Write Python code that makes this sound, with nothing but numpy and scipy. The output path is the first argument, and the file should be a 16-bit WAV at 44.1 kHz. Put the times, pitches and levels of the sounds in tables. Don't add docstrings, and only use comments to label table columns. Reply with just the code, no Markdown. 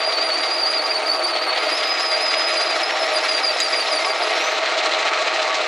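import sys
import numpy as np
from scipy import signal
from scipy.fft import rfft, irfft, next_fast_len
from scipy.io import wavfile
from scipy.ndimage import uniform_filter1d

SR = 44100
rng = np.random.default_rng(int(sys.argv[2]) if len(sys.argv) > 2 else 0)


def unload_wav(signal):
    wavfile.write(
        sys.argv[1],
        SR,
        np.round(np.clip(np.atleast_2d(signal).T, -1, 1) * 32767).astype(np.int16),
    )


N = 250047
T = np.arange(N) / SR


def undb(db):
    return 10 ** (np.asarray(db) / 20)


def unit(x):
    return x / np.sqrt(np.mean(x ** 2))


def curves(table):
    seconds, *columns = np.transpose(table)
    return [np.interp(T, seconds, column) for column in columns]


def band(x, lo_hz, hi_hz, order=2):
    edges_hz = [lo_hz, min(hi_hz, .45 * SR)]
    return signal.sosfilt(signal.butter(order, edges_hz, "band", fs=SR, output="sos"), x)


def fade_60db(t, t60):
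    return np.exp(-np.log(1000) * t / t60)


def walk(rate):
    hold = max(int(SR / rate), 2)
    steps = np.repeat(rng.standard_normal(N // hold + 1), hold)
    smooth = uniform_filter1d(uniform_filter1d(steps, hold), hold)
    return unit(smooth[:N])


def impacts(per_second, scatter_db):
    hit = rng.random(N) < per_second / SR
    direction = rng.choice([-1, 1], N)
    size = undb(scatter_db * rng.standard_normal(N))
    return unit(hit * direction * size)


def castings(x):
    # frequency in Hz, gain in dB.
    body = [(40, -45), (135, -53), (230, -31), (300, -2.5), (600, 0.5), (1000, -2), (2400, -1.5),
            (3200, -3), (4100, -2), (5400, -11), (7300, -18), (9500, -31.5), (12000, -49), (15000, -80)]
    # frequency in Hz, width in Hz, lift in dB.
    lathe_modes = [(343.8, 14, 5.5), (435, 22, 6), (508, 10.4, 9.5), (615.7, 16.8, 9), (646.5, 56, 13),
                   (722, 46, 8), (781, 30, 10.5), (842, 18, 4), (899.5, 31, 9), (952, 18, 4.5),
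                   (1029, 17, 6), (1133.7, 30, 13.5), (1234, 85, 6), (1281, 25, 9.5), (1384, 80, 7),
                   (1616, 43, 4.5), (1904, 170, 5.5), (2103, 36, 9), (2281, 49, 9.5), (2517, 91, 6.5),
                   (2730, 36, 5), (3010, 23, 4.5), (3840, 39, 3.5), (4106, 54, 6)]
    size = next_fast_len(N + SR // 2, True) * 2
    f = np.arange(size // 2 + 1) * SR / size
    hz, db = np.transpose(body)
    gain_db = np.interp(np.log(f + 1), np.log(hz), db)
    for centre, width, lift in lathe_modes:
        gain_db = gain_db + lift / (1 + (2 * (f - centre) / width) ** 2)
    cepstrum = irfft(np.log(undb(gain_db)))
    cepstrum[1:size // 2] *= 2
    cepstrum[size // 2 + 1:] = 0
    return rfft(x, size) * np.exp(rfft(cepstrum)), f


def gears(rub_db=-4, scatter_db=2.3, flutter_db=.7, surge_db=.9, swell_db=0.17,
          drone_db=-0.22, rattle_db=0, hiss_db=7.5):
    # time in seconds, headstock drone in dB, gear rattle in dB, tooth hiss in dB.
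    run = [(0.0, -25, -28.2, -49), (0.7, -25.5, -28.7, -48.5), (1.2, -24.5, -30, -50),
           (1.52, -24.5, -27.5, -52), (1.62, -24, -25, -47), (2.0, -26, -25, -43.5), (2.1, -25, -27, -47.0),
           (2.5, -25, -24.5, -44), (3.15, -23.5, -25.5, -44.5), (3.28, -24.5, -23.5, -42),
           (3.45, -25.5, -26.5, -47), (3.65, -26.5, -26, -43), (3.75, -25, -25, -44),
           (4.1, -23.5, -26, -44), (4.3, -23.5, -24.0, -43.5), (5.67, -23.2, -24, -42.5)]
    # rate in Hz, first crest in seconds, depth in the drone, in the rattle, in the hiss (shares of 1).
    throbs = [ (6.39, .129, .01, .025, .03), (14.3, .033, .035, .08, .15), (18.63, .022, .1, .06, .11),
              (35.7, .0165, .05, .1, .11), (120, .0036, .1, .07, .08), ]
    force = impacts(3000, scatter_db) + undb(rub_db) * rng.standard_normal(N)
    spectrum, f = castings(force)
    above_drone, above_rattle = (1 - 1 / (1 + (f / hz) ** 12) for hz in (1500, 4700))
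    shares = (1 - above_drone, above_drone - above_rattle, above_rattle)
    trims_db = (drone_db, rattle_db, hiss_db)
    backlash_db = flutter_db * walk(60) + swell_db * walk(12)
    out = 0
    for k, (share, db, trim_db) in enumerate(zip(shares, curves(run), trims_db)):
        load = 1
        for rate, crest, *depth in throbs:
            load = load + depth[k] * np.cos(2 * np.pi * rate * (T - crest))
        loose_db = np.sqrt(k) * (backlash_db + surge_db * walk(110))
        layer = irfft(spectrum * share)[:N] * load * undb(loose_db)
        out = out + unit(layer) * undb(db + trim_db)
    return out


def boom(x, edge_hz=340):
    # time in seconds, gain in dB.
    boom_gain = [(0, 2), (1.4, 1.5), (2.4, -1), (3.6, -1), (5.67, -3)]
    low = signal.sosfiltfilt(signal.butter(3, edge_hz, fs=SR, output="sos"), x)
    return x + (undb(curves(boom_gain)[0]) - 1) * low


def motor():
    # frequency in Hz, rms level in dB.
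    hum = [(120, -81.5), (240, -63)]
    return sum(np.sqrt(2) * undb(db) * np.sin(2 * np.pi * hz * T) for hz, db in hum)


def bites(grab_s=.011, let_go_s=.012):
    # start in seconds, length in seconds, drop in pitch at the end in Hz,
    # drop at the start as a multiple of that, lift of the squeal in dB, change in level on letting go in dB.
    bite_table = [(0, 0.046, 115, 1, -0.5, 2), (0.099, 0.091, 292, .15, 3.5, 0),
                  (0.189, .038, 110, 1, 1, 3), (0.261, 0.075, 320, .2, 4, -3),
                  (.326, 0.025, 221, 1, 9.5, -2), (.348, 0.031, 190, 1, 1, -3), (0.407, .028, 100, 1, 0, 0),
                  (.469, 0.035, 330, .8, 8, -6), (.563, 0.029, 292, .95, -3, 6),
                  (.618, 0.047, 300, .45, 6, 1), (.717, .026, 259, 1, -2, 3), (.774, .046, 330, 1.05, 5, 0),
                  (.832, .024, 130, 1, -3, 4), (0.866, .036, 311, 1, 0, 2), (0.926, 0.053, 370, .7, 7, -1),
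                  (0.98, 0.091, 321, .95, -4, 5), (1.079, .046, 322, 1, 7.5, 3),
                  (1.134, 0.029, 200, 1, 4, -5), (1.165, .068, 370, .7, -3.5, -4),
                  (1.221, .056, 299, .55, 4, 2), (1.297, 0.13, 385, .95, 0, 3),
                  (1.437, 0.15, 370, 1.1, 2, 0), (1.606, 0.025, 130.5, 1, -1, 1),
                  (1.646, .052, 400, .9, 2, 1), (1.712, .034, 303, .9, 5, 0),
                  (1.785, 0.055, 375, .4, -3, -2), (1.861, 0.031, 149, 1, 0, 0),
                  (1.976, .034, 171, .7, 4, 1), (2.113, .056, 180.4, .6, 4, -1),
                  (2.286, .036, 190, .9, -1, 0), (2.563, .08, 90.3, .8, 2, 4),
                  (2.683, .065, 230, .1, 1, -13), (2.825, 0.029, 380, 1, 1, -5),
                  (2.841, 0.062, 260, 1.1, -1.5, -3), (2.981, 0.082, 241, 1, 4, -6),
                  (3.131, 0.07, 617, .72, 0, -12), (3.178, 0.051, 200, 1, -2, 2),
                  (3.276, 0.13, 670, .68, 3.5, -12), (3.426, 0.099, 630, .58, 3.5, -13),
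                  (3.581, .03, 470, 1, -2, -6), (3.598, 0.089, 619, .5, 3, -14),
                  (3.708, 0.052, 471, .62, -3, 4), (3.75, 0.084, 623, .5, 5, -18),
                  (3.901, 0.1, 611, .42, 5.5, -16), (4.048, .088, 470, .72, 4, -18),
                  (4.224, 0.036, 269, 1, 2, -8), (4.275, 0.061, 320, .3, 4, -12)]
    sag_hz, lift_db = np.zeros((2, N))
    for s, length, depth_hz, at_once, db, break_db in bite_table:
        corners = s + np.sort([0, grab_s, length - let_go_s, length])
        depth = np.interp(T, corners, [0, at_once, 1, 0])
        letting_go = np.exp(-((T - corners[2:].mean()) / (0.46 * let_go_s)) ** 2)
        sag_hz += depth_hz * depth
        lift_db += db * depth + break_db * letting_go
    return sag_hz, lift_db


def cling(hz, reach_hz=75.4, share=.45):
    # frequency in Hz, lift of the squeal in dB.
    drill_modes = [(4470, -1), (4700, 1), (4870, 1.5), (5180, 0)]
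    pulled, ring_db = hz, 0
    for mode_hz, db in drill_modes:
        near = np.exp(-((hz - mode_hz) / reach_hz) ** 2)
        pulled = pulled - min(share, 1) * near * (hz - mode_hz)
        ring_db = ring_db + db * near
    return pulled, ring_db


def stick_slip(hz, ragged, hop_hz=72, tremble_hz=40, shaft_hz=12, waver_hz=16):
    # rate in Hz, first crest in seconds.
    shaft_rate, shaft_crest = (18.63, .036)
    chip = np.cumsum(rng.random(N) < 190 / SR)
    hops = uniform_filter1d(rng.uniform(-1, 1, N)[chip], size=SR // 600)
    tremble = walk(650)
    shaft_sway = shaft_hz * np.cos(2 * np.pi * shaft_rate * (T - shaft_crest))
    waver = waver_hz * walk(80) + shaft_sway
    pitch_hz = hz + waver + ragged * (hop_hz * hops + tremble_hz * tremble)
    return 2 * np.pi * np.cumsum(pitch_hz) / SR


def drill(flicker_db=3.1, overtone_flicker_db=3.5, squeal_db=-1.14, chips_db=-36.5, rasp_db=-18.5,
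          harsh_db=5.5, steady_hz=450, resonance_hz=5085, fade_db_per_hz=0.08, rub_db=-10.5):
    # time in seconds, pitch between bites in Hz before the resonances pull it,
    # starting level in dB before the other level changes, raggedness (0 is smooth, higher is rougher).
    feed = [(0, 4790, -30, 0.63), (.08, 4793, -26, 0.75), (.25, 4780, -25.5, .6), (.47, 4755, -26.5, 0.81),
            (.497, 4970, -29, 1), (.52, 4800, -22, .8), (.555, 4880, -26.5, .8), (.6, 4760, -26.5, 0.86),
            (.685, 4800, -28, 0.86), (.71, 4890, -26, .8), (.755, 4780, -26.5, 0.74),
            (.86, 4860, -30, 0.93), (.91, 4810, -28, 1), (1.08, 4856, -27, 1), (1.45, 4844, -27.5, 1),
            (1.6, 4870, -31, 1), (1.76, 5080, -30, 0.96), (1.91, 5020, -24.5, 0.42),
            (1.97, 4970, -30.5, 0.48), (2.02, 5090, -25.5, .45), (2.11, 4934, -25, .5),
            (2.2, 4950, -26, 0.47), (2.255, 5080, -22.5, 0.5), (2.34, 4940, -26.5, .45),
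            (2.4, 5024, -24.5, 0.49), (2.55, 4953, -26.5, 0.58), (2.72, 4920, -27, 0.63),
            (2.78, 5330, -28, 1), (2.93, 5440, -27, 1.0), (3.25, 5360, -25, 1.05), (3.42, 5336, -27, 1.1),
            (3.55, 5224, -25.5, 1.11), (3.87, 5186, -27, 1.2), (4.17, 5175, -31.5, 1.2),
            (4.322, 5030, -39, 1.3), (4.335, 5400, -28, 1.2), (4.392, 5380, -25, 1.1),
            (4.403, 5700, -26, 1.2), (4.432, 5800, -26.5, 1.3), (4.468, 6160, -27, 1.3),
            (4.495, 6150, -29, 1.3), (4.58, 6130, -31, 1.4)]
    # multiple of the pitch, level in dB added to the level worked out below.
    partials = [(1, 0), (2, -20), (3, -40)]
    free_hz, feed_db, ragged = curves(feed)
    sag_hz, lift_db = bites()
    hz, ring_db = cling(free_hz - sag_hz)
    fade_db = np.clip(fade_db_per_hz * (resonance_hz - hz), rub_db, 0)
    db = feed_db + lift_db + ring_db + fade_db
    cutting = np.clip((feed[-1][0] - T) / .05, 0, 1)
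    phase = stick_slip(hz, ragged / (1 + (sag_hz / steady_hz) ** 2))
    tone = 0
    for multiple, partial_db in partials:
        if multiple == 1:
            level_db = db + ragged * flicker_db * walk(170)
        else:
            level_db = -26.0 + 0.49 * (db + 26.5) + overtone_flicker_db * walk(90)
            level_db = level_db - 0.016 * np.maximum(hz - 5450, 0)
            level_db = level_db + harsh_db * (np.minimum(ragged, 1.2) - .9)
        rasp = 1 + multiple * ragged * undb(rasp_db) * walk(900)
        tone = tone + np.sqrt(2) * undb(level_db + partial_db) * rasp * np.sin(multiple * phase)
    fizz_strength = np.interp(T, [.6, 1.1, 1.85, 2.15], [.08, 0.8, 1.2, .1])
    fizz = unit(band(impacts(2500, 4), 10500, 14800, order=4))
    chips = fizz * undb(db + chips_db) * fizz_strength
    return cutting * (undb(squeal_db) * tone + chips)


def surges(x, octaves=0.42):
    # middle in seconds, length in seconds, centre in Hz, peak change in dB.
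    surge_table = [(.085, .04, 650, 5), (0.92, .04, 2300, 5.5), (1.486, 0.051, 1260, 4.5),
                   (1.973, 0.044, 2300, 4), (2.046, 0.03, 1303, 5), (2.346, .035, 2700, 4),
                   (2.77, .04, 649, 5.5), (2.786, .05, 2310, -6), (2.901, .04, 2400, 4.5),
                   (3.023, 0.03, 650, 5), (3.117, .035, 2490, 4), (3.247, .045, 1250, 2),
                   (3.436, .035, 1250, 6), (3.47, 0.028, 1990, -8), (3.616, 0.056, 1297, -4),
                   (3.685, .04, 2290, -7), (3.74, 0.034, 2300, 2), (4.07, 0.04, 1250, 5),
                   (4.787, 0.033, 5500, 3), (4.853, 0.031, 650, 5), (5.13, 0.056, 1250, 4.5),
                   (5.272, 0.036, 600, 7), (5.552, 0.03, 6000, 6.5)]
    out = x.copy()
    for s, length, hz, db in surge_table:
        at = slice(int((s - length / 2) * SR), int((s + length / 2) * SR))
        piece = x[at]
        f = np.fft.rfftfreq(len(piece), 1 / SR)
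        nearness = np.exp(-(np.log2((f + 1) / hz) / octaves) ** 2)
        part = irfft(rfft(piece) * nearness, len(piece))
        out[at] += (undb(db) - 1) * np.hanning(len(piece)) * part
    return out


def chatters(width_hz=900, scatter_db=5.5):
    # start in seconds, length in seconds, centre in Hz, level in dB before the swell and fade.
    chatter_table = [(0.115, .025, 3700, -27), (0.426, .023, 3820, -24), (1.347, 0.033, 3600, -25),
                     (1.566, 0.023, 3720, -26), (1.771, 0.021, 3700, -27), (1.823, 0.024, 3700, -26),
                     (3.096, 0.039, 4100, -30), (3.864, 0.023, 3710, -22.5), (4.773, .034, 3570, -22.5),
                     (4.923, .036, 3650, -24), (5.067, .022, 3380, -27), (5.538, .023, 3700, -26)]
    out = np.zeros(N)
    blows = band(impacts(1300, scatter_db), 1800, 5200)
    for s, length, hz, db in chatter_table:
        at = slice(int(s * SR), int((s + length) * SR))
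        ring = unit(band(blows, hz - width_hz / 2, hz + width_hz / 2, order=1)[at])
        swell_and_fade = np.sin(np.linspace(0, np.pi, len(ring)))
        out[at] += undb(db) * ring * swell_and_fade
    return out


def thuds():
    # start in seconds, length in seconds, level in dB before the swell and fade.
    thud_table = [(3.575, .05, -69), (4.89, .05, -69), (4.975, .04, -71)]
    thud_band = (35, 105)
    out = np.zeros(N)
    rumble = band(rng.standard_normal(N), *thud_band)
    for s, length, db in thud_table:
        at = slice(int(s * SR), int((s + length) * SR))
        out[at] += undb(db) * unit(rumble[at]) * np.hanning(len(rumble[at]))
    return out


def ticks(knock_db=0, ring_db=1.0, crack_db=0.0):
    # start in seconds, strength in dB, seconds for the chatter to fall 60 dB,
    # share of ring (0 to 1).
    tick_table = [(3.602, -15.3, .03, .75), (4.993, -19, .02, .18)]
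    # frequency in Hz, strength in dB, seconds to fall 60 dB.
    tick_modes = [(3840, -.5, .065), (4064, -5, .046), (4867, -7, .15), (6680, -1, 0.039),
                  (7250, -2.5, .027), (7840, -8, .02), (9760, -19, .02), (11900, -14, .015)]
    force, cracks, rings = np.zeros((3, N + SR))
    t = T[:SR // 4]
    modes = sum(undb(db) * np.sin(2 * np.pi * hz * t) * fade_60db(t, t60) for hz, db, t60 in tick_modes)
    modes = modes * np.minimum(t / .0003, 1)
    for s, db, t60, ring in tick_table:
        at = slice(int(s * SR), int(s * SR) + len(t))
        contact = undb(db) * rng.standard_normal(len(t)) * fade_60db(t, t60)
        force[at] += contact
        cracks[at] += ring * contact
        rings[at] += undb(db) * ring * modes
    knock = irfft(castings(force[:N])[0])[:N]
    crack = undb(crack_db) * band(cracks[:N], 3500, 8200)
    together = 2 * undb(knock_db) * knock + crack + undb(ring_db) * rings[:N]
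    return band(together, 1900, 12500, order=3)


def workshop(x, t60):
    t = T[:SR // 4]
    tail = rng.standard_normal(len(t)) * fade_60db(t, t60) * (t > .002)
    return signal.fftconvolve(x, tail / np.sqrt(np.sum(tail ** 2)))[:N]


def scene(room_db=-5.5, side_db=-20.0):
    # frequency in Hz, left minus right in dB (about).
    lean_table = [(120, -1), (300, 0.4), (600, 0.5), (1200, 0.1), (2400, 0.2), (5000, -0.5), (9000, 0)]
    cut = drill() + ticks() + chatters()
    lingering = workshop(cut, t60=.13)
    mid = surges(boom(gears())) + motor() + thuds() + cut + undb(room_db) * lingering
    hz, lean_db = np.transpose(lean_table)
    f = np.arange(N // 2 + 1) * SR / N
    lean = undb(np.interp(f, hz, lean_db) / 2) - 1
    reflections = band(workshop(mid, t60=0.078), 500, 18000, order=1)
    side = irfft(rfft(mid) * lean, N) + undb(side_db) * reflections
    return np.array([mid + side, mid - side])


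def record(dry, bass_hz=75, top_hz=15700):
    thinned = signal.sosfilt(signal.butter(2, bass_hz, "high", fs=SR, output="sos"), dry)
    return signal.sosfilt(signal.ellip(10, .1, 80, top_hz, fs=SR, output="sos"), thinned)


dry = scene()
out = record(dry)
unload_wav(out)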